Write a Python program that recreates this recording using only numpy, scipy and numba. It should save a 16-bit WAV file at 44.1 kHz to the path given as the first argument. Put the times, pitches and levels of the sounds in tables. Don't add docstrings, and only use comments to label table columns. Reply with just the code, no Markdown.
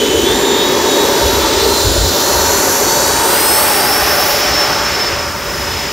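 import sys
import numpy as np
from scipy import signal
from scipy.fft import rfft, irfft
from scipy.io import wavfile
from scipy.ndimage import uniform_filter1d
from numba import njit

SR = 44100
rng = np.random.default_rng(int(sys.argv[2]) if len(sys.argv) > 2 else 0)


def decibels_to_gain(level_db):
    exponent = np.asarray(level_db, float) / 20
    return 10 ** exponent


def output_pcm(signal):
    pcm = np.clip(np.atleast_2d(signal).T, -1, 1) * 32767
    wavfile.write(sys.argv[1], SR, np.round(pcm).astype(np.int16))


N = 261072
T = np.arange(N) / SR
BLADE_COUNT = 9
SOUND_SPEED = 343

# start in seconds, spool time in seconds,
# fast blade rate in Hz, slow blade rate in Hz.
THROTTLE = [(.2, .13, 3590, 3215), (.33, .07, 3650, 3276), (.57, .105, 3746, 3353), (.98, .12, 3826, 3425),
            (1.29, .11, 3915, 3497), (1.4, .18, 4008, 3556), (1.58, .1, 4109, 3616),
            (1.93, .24, 4087, 3600), (2.17, .125, 4268, 3701), (2.52, .14, 4385, 3765),
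            (2.77, .12, 4470, 3815), (2.94, .13, 4494, 3890), (3.08, .07, 4488, 3876),
            (3.21, .1, 4700, 3965), (3.31, .11, 5025, 4185), (3.42, .13, 5300, 4410),
            (3.55, .14, 5430, 4512), (3.69, .05, 5433, 4560), (3.74, .12, 5433, 4899),
            (3.86, .16, 5433, 5375), (4.02, .05, 5433, 5422)]
# fast in Hz, slow in Hz.
TAXI_HZ = (3310, 3025)
# time in seconds, slow fan below the fast one in Hz, its level against it in dB.
FULL_POWER_BEAT = [
    (4.09, 11, -18),
    (4.6, 3, -18),
    (4.85, 12, -9),
    (5.05, 16, -3),
    (5.3, 22, -3),
    (5.55, 27, -1),
    (5.92, 36, -2),
]
# time in seconds, speed in m/s.
RECEDE_SPEED = [(3.75, 0), (4.26, 4.35), (4.44, 4.6), (4.59, 6.4), (4.75, 6.8), (4.92, 9.3), (5.18, 11.7),
                (5.5, 12.6), (5.92, 14.9)]
# time in seconds, bearing of the phone from the nose in degrees,
# loss with distance in dB.
PATH = [(0, 80, 0), (1, 95, 0), (2, 112, 0), (3, 135, 0), (3.7, 150, 0), (4.35, 164, 0), (4.6, 169, 0),
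        (4.8, 172, -2.5), (5.1, 175, -3), (5.4, 177, -7.5), (5.75, 179, -5.5), (5.92, 180, -6.5)]
# loudest bearing in degrees, level there in dB, fall ahead of it in dB per degree,
# fall behind it in dB per degree, most lost in dB.
BEAMS = dict(belly=(80, -13, .1, .115, 9), duct=(100, -22.5, .2, .03, 8), nozzle=(141, -19.5, .06, .15, 8),
         rush=(174, -19, .055, .5, 8), low=(178, -23, .065, .1, 8), blade=(135, -19, .13, .7, 9),
         tip=(150, -28.5, .2, .9, 14), sizzle=(163, -21.5, .145, 2.5, 9.5), mid=(104, -20.5, .33, .04, 9),
         haze=(170, -21, .035, .4, 7))
# time in seconds, half length in seconds, change in dB.
GROUND_ECHO = dict(belly=[(.1, .35, 1.5), (1.9, .2, -2)], duct=[(1.1, .5, 3), (2.5, .25, 2),
               (3.65, .2, 2.5), (3.95, .08, -2)], nozzle=[(.1, .3, -4), (.8, .3, 2), (2.05, .3, -5),
               (4.5, .15, -3)], rush=[(.05, .25, -4), (1.9, .4, -2.5), (4.1, .2, 1.5), (4.5, .2, -1.5)],
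               low=[(2.1, .5, -9), (2.9, .5, -4)], blade=[(2.4, .3, 1.5), (4, .3, -2), (5.8, .4, 3)],
               tip=[(.7, .3, -3), (2.4, .6, -4)], sizzle=[(1.2, .4, 1.5), (2.45, .45, 2.5),
               (3.2, .12, -2.5), (3.65, .2, 1.5), (.1, .5, -3.5), (5.15, .25, -1.5)], mid=[(5.35, .3, -7),
               (2.8, .5, -3)], haze=[(2.7, .3, -4), (3.45, .55, -14)])

# blade tone, 2nd and 3rd multiple, all in dB.
FAST_FAINT_DB = (-39, -42, -50)
SLOW_FAINT_DB = (-40, -46, -51)
# time in seconds, half length in seconds, level in dB.
FAST_TONE = [(.3, .07, -22), (.44, .13, -27.5), (.62, .13, -22), (.96, .13, -22.5), (1.2, .09, -35),
             (1.33, .07, -27), (1.64, .07, -28), (1.77, .15, -23.5), (2.06, .13, -28), (2.31, .14, -26.5),
             (2.52, .14, -27.5), (2.9, .1, -30), (3.08, .2, -28), (3.41, .1, -26), (3.54, .1, -22),
             (3.76, .15, -28), (3.93, .08, -23), (4.02, .05, -28), (4.12, .045, -20), (4.21, .04, -20),
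             (4.335, .055, -21), (4.42, .035, -25), (4.5, .06, -25), (4.6, .09, -18), (4.73, .08, -28),
             (4.87, .1, -26), (5.03, .1, -22), (5.2, .15, -32), (5.72, .35, -31)]
FAST_UPPER = [
    [(.13, .15, -37), (.35, .06, -29), (.48, .14, -25), (.9, .35, -41), (3.3, .07, -29), (3.9, .5, -35), (4.3, .06, -30), (4.48, .05, -35), (4.7, .07, -35), (5.6, .1, -42)],
    [(.45, .15, -36), (.95, .3, -41), (1.3, .2, -33), (1.8, .15, -41), (2.15, .15, -31), (2.47, .22, -29), (2.9, .3, -33), (3.33, .09, -22), (3.46, .07, -32)],
]
SLOW_TONE = [(.05, .22, -24), (.26, .1, -27), (.7, .38, -32), (1.05, .1, -36), (1.28, .07, -32),
             (1.45, .07, -28), (1.6, .07, -27), (1.95, .3, -33), (2.23, .13, -32), (2.45, .14, -33),
             (3.08, .2, -33), (3.31, .07, -35), (3.45, .15, -35), (3.62, .07, -32), (3.86, .12, -26),
             (4.02, .1, -33)]
SLOW_UPPER = [
    [(.6, .3, -36), (1.25, .17, -43), (1.78, .13, -28), (2.05, .2, -35), (2.5, .3, -42), (3.77, .1, -42)],
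    [(1.38, .06, -41), (1.72, .17, -31), (1.97, .2, -30), (2.3, .25, -29), (2.62, .2, -29), (2.9, .18, -27), (3.9, .1, -41)],
]
# time in seconds, half length in seconds, level in dB.
FAST_SHAFT = [
    (.3, .14, -19),
    (.5, .1, -21.5),
    (.85, .15, -27),
    (1.6, .15, -24),
]
# time in seconds, level in dB.
SLOW_SHAFT = [(0, -28), (.3, -23), (.9, -22), (1.3, -26), (1.65, -22), (2.2, -38), (2.6, -31), (3.8, -36),
              (4.05, -27), (4.9, -29), (5.2, -34), (5.92, -36)]

# centre in Hz, width in Hz, level in dB.
LOW_HISS = [(2054, 1200, 4), (2830, 2100, 2)]
BLADE_HISS = [(5980, 840, 0.9), (7060, 730, -0.54)]
TIP_HISS = [(8500, 1300, 0), (9700, 1400, 0)]
SIZZLE = [(11000, 1600, 1), (12400, 1800, -1), (13900, 1800, -1), (15300, 1800, -4)]
HAZE_BED = [(3600, 2100, 0), (5080, 1300, 0)]
BELLY = [(415, 70, 1), (345, 80, -3), (265, 80, -5.5)]
DUCT_BED = [(747, 83, -3.5), (1150, 300, .7), (1820, 280, -4.5)]
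# time in seconds, half length in seconds, shift in Hz.
NOZZLE_BEND = [(4.1, .85, -100)]
RUSH_BEND = [
    (.7, .7, 250),
    (1.55, .3, -180),
]

# time in seconds, half length in seconds, level in dB.
GUSTS = [(.2, .06, -27), (.33, .06, -29), (1.27, .08, -22), (1.38, .1, -25), (1.62, .15, -26),
         (1.88, .06, -14), (2.02, .14, -15), (2.42, .17, -27), (2.85, .04, -33), (3.12, .1, -31),
         (4.1, .2, -35), (4.53, .06, -27), (4.77, .1, -33), (5.15, .1, -28), (5.6, .35, -36)]
# centre in Hz, width in Hz, level in dB.
WIND_COLOUR = [(52, 14, -4), (64, 20, 1), (85, 30, 0), (130, 70, -11)]
FIELD_RUMBLE = [(129, 60, 0), (190, 76, 0)]
# frequency in Hz, left ahead of right in radians.
PORT_PHASE = [(0, 0), (2600, 0), (3300, .6), (4300, 0), (8800, 0), (9000, -1.4), (9800, -2.7),
              (10400, -3.45), (11800, -6.0), (12300, -6.5), (13400, -8.8), (14200, -9.9), (15200, -11.9),
              (15700, -12.57)]
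# frequency in Hz, diffuse part that differs in dB, left louder than right in dB.
PORT_SPREAD = [(50, -30, .3), (130, -18, 1.5), (350, -26, .6), (800, -19, 1.2), (1500, -23, .1),
               (2300, -25, 0), (3400, -14, -.3), (4600, -21, 0), (7000, -29, 0), (12000, -24, 0)]


def fans():
    fast_hz, slow_hz = blade_rates()
    fast_db = tone_levels(FAST_TONE, FAST_UPPER, FAST_FAINT_DB)
    slow_db = tone_levels(SLOW_TONE, SLOW_UPPER, SLOW_FAINT_DB)
    below_hz, below_db = columns(FULL_POWER_BEAT)
    met = T > FULL_POWER_BEAT[0][0]
    slow_hz = uniform_filter1d(np.where(met, fast_hz - below_hz, slow_hz), size=600)
    slow_db = uniform_filter1d(np.where(met, fast_db + below_db, slow_db), size=600)
    fast_db = fast_db - met * 10 * np.log10(1 + decibels_to_gain(2 * below_db))
    tones = whistle(fast_hz, fast_db) + whistle(slow_hz, slow_db)
    slow_hum = whistle(slow_hz / BLADE_COUNT, columns(SLOW_SHAFT))
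    fast_hum = whistle(fast_hz / BLADE_COUNT, [swells(FAST_SHAFT, faint_db=-45)])
    return tones + slow_hum + fast_hum + blade_noise(fast_hz)


def blade_rates():
    rows, held = [], TAXI_HZ
    for s, spool, *reached in THROTTLE:
        rows += [(s, *held), (s + spool, *reached)]
        held = reached
    rates = uniform_filter1d(np.array(columns(rows)), size=1200)
    return rates / (1 + columns(RECEDE_SPEED)[0] / SOUND_SPEED)


def tone_levels(tone, upper, faint_db):
    return np.array([swells(rows, faint) for rows, faint in zip((tone, *upper), faint_db)])


def whistle(hz, levels_db):
    phase = 2 * np.pi * np.cumsum(hz * (1 + .0004 * walk(rate=40))) / SR
    gains = [decibels_to_gain(db + 1.5 * walk(rate=20)) for db in levels_db]
    return sum(np.sqrt(2) * gain * np.sin((k + 1) * phase) for k, gain in enumerate(gains))


def blade_noise(fast_hz):
    hiss = heard("low") * rush(LOW_HISS) + heard("blade") * rush(BLADE_HISS)
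    tips = decibels_to_gain(8.5) * heard("tip") * rush(TIP_HISS)
    sizzle = decibels_to_gain(5.5) * heard("sizzle") * rush(SIZZLE)
    treble_sway = decibels_to_gain(1.4 * walk(rate=5.5))
    haze = heard("haze") * band(fast_hz, width_hz=1010) + heard("mid") * rush(HAZE_BED)
    return hiss + treble_sway * (tips + sizzle) + haze


def ducts():
    belly = heard("belly") * rush(BELLY)
    duct_hz = 572 * (1 + .012 * walk(rate=2))
    duct = heard("duct") * band(duct_hz, width_hz=80)
    nozzle = heard("nozzle") * band(915 + bumps(NOZZLE_BEND), width_hz=100)
    jet = decibels_to_gain(-4.0) * band(1470 + bumps(RUSH_BEND), width_hz=260) + decibels_to_gain(1.5) * rush(DUCT_BED)
    return belly + duct + nozzle + heard("rush") * jet


def heard(name):
    bearing, far_db = columns(PATH)
    best, top_db, ahead, behind, most_db = BEAMS[name]
    lost_db = np.maximum(ahead * (best - bearing), behind * (bearing - best))
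    return decibels_to_gain(top_db - np.minimum(lost_db, most_db) + bumps(GROUND_ECHO[name]) + far_db)


def rush(shape):
    return sum(decibels_to_gain(db) * band(hz, width_hz) for hz, width_hz, db in shape) / np.sqrt(len(shape))


def band(hz, width_hz, flicker_db=1.22):
    hz = hz + np.zeros(N)
    once = svf(rng.standard_normal(N), hz, 1.43 * width_hz)
    x = svf(once, hz, 1.43 * width_hz)
    return x / x.std() * decibels_to_gain(flicker_db * walk(rate=9))


@njit
def svf(x, hz, width):
    y, b, l = np.empty(len(x)), 0., 0.
    for i in range(len(x)):
        g, k = np.tan(np.pi * hz[i] / SR), width / hz[i]
        v = (b + g * (x[i] - l)) / (1 + g * (g + k))
        b, l, y[i] = 2 * v - b, l + 2 * g * v, k * v
    return y


def swells(rows, faint_db):
    return 20 * np.log10(decibels_to_gain(faint_db) + bumps([(s, half, decibels_to_gain(db)) for s, half, db in rows]))


def bumps(rows):
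    total = np.zeros(N)
    for s, half, height in rows:
        total += height * np.cos(np.pi / 2 * np.clip((T - s) / half, -1, 1))
    return total


def walk(rate):
    k = int(SR / rate)
    steps = np.repeat(rng.standard_normal(N // k + 1), k)
    return 1.02 * uniform_filter1d(uniform_filter1d(steps, k), k)[:N]


def columns(table):
    s, *rest = np.transpose(table)
    return [np.interp(T, s, c) for c in rest]


def wind():
    gusts = decibels_to_gain(swells(GUSTS, faint_db=-33)) * rush(WIND_COLOUR)
    return gusts + decibels_to_gain(-33.5) * rush(FIELD_RUMBLE)


def ports(x):
    hz = np.fft.rfftfreq(N, 1 / SR)
    lead = np.exp(.5j * np.interp(hz, *np.transpose(PORT_PHASE)))
    at, diffuse_db, tilt_db = np.transpose(PORT_SPREAD)
    diffuse, tilt = (decibels_to_gain(np.interp(np.log(hz + 1), np.log(at), c)) for c in (diffuse_db, tilt_db / 2))
    tail = rng.standard_normal(2000) * np.exp(-np.arange(2000) / 500) / np.sqrt(250)
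    scatter = signal.fftconvolve(x, tail)[:N]
    direct, side = rfft(x), rfft(scatter) * diffuse
    left = irfft(direct * lead * tilt + side, N)
    right = irfft(direct / lead / tilt - side, N)
    return np.array([left, right])


def scene():
    wind_side = decibels_to_gain(-15.0) * wind() * np.array([[1], [-1]])
    return ports(fans() + ducts() + wind()) + wind_side


def band_limit(x):
    return signal.sosfilt(signal.butter(12, 17090, fs=SR, output="sos"), x)


def record(dry):
    soft = rfft(np.tanh(0.81 * dry) / .8)
    below_top = np.fft.rfftfreq(N, 1 / SR) < 15730
    mix = irfft(soft * below_top, N)
    return band_limit(mix)


dry = scene()
out = record(dry)
output_pcm(out)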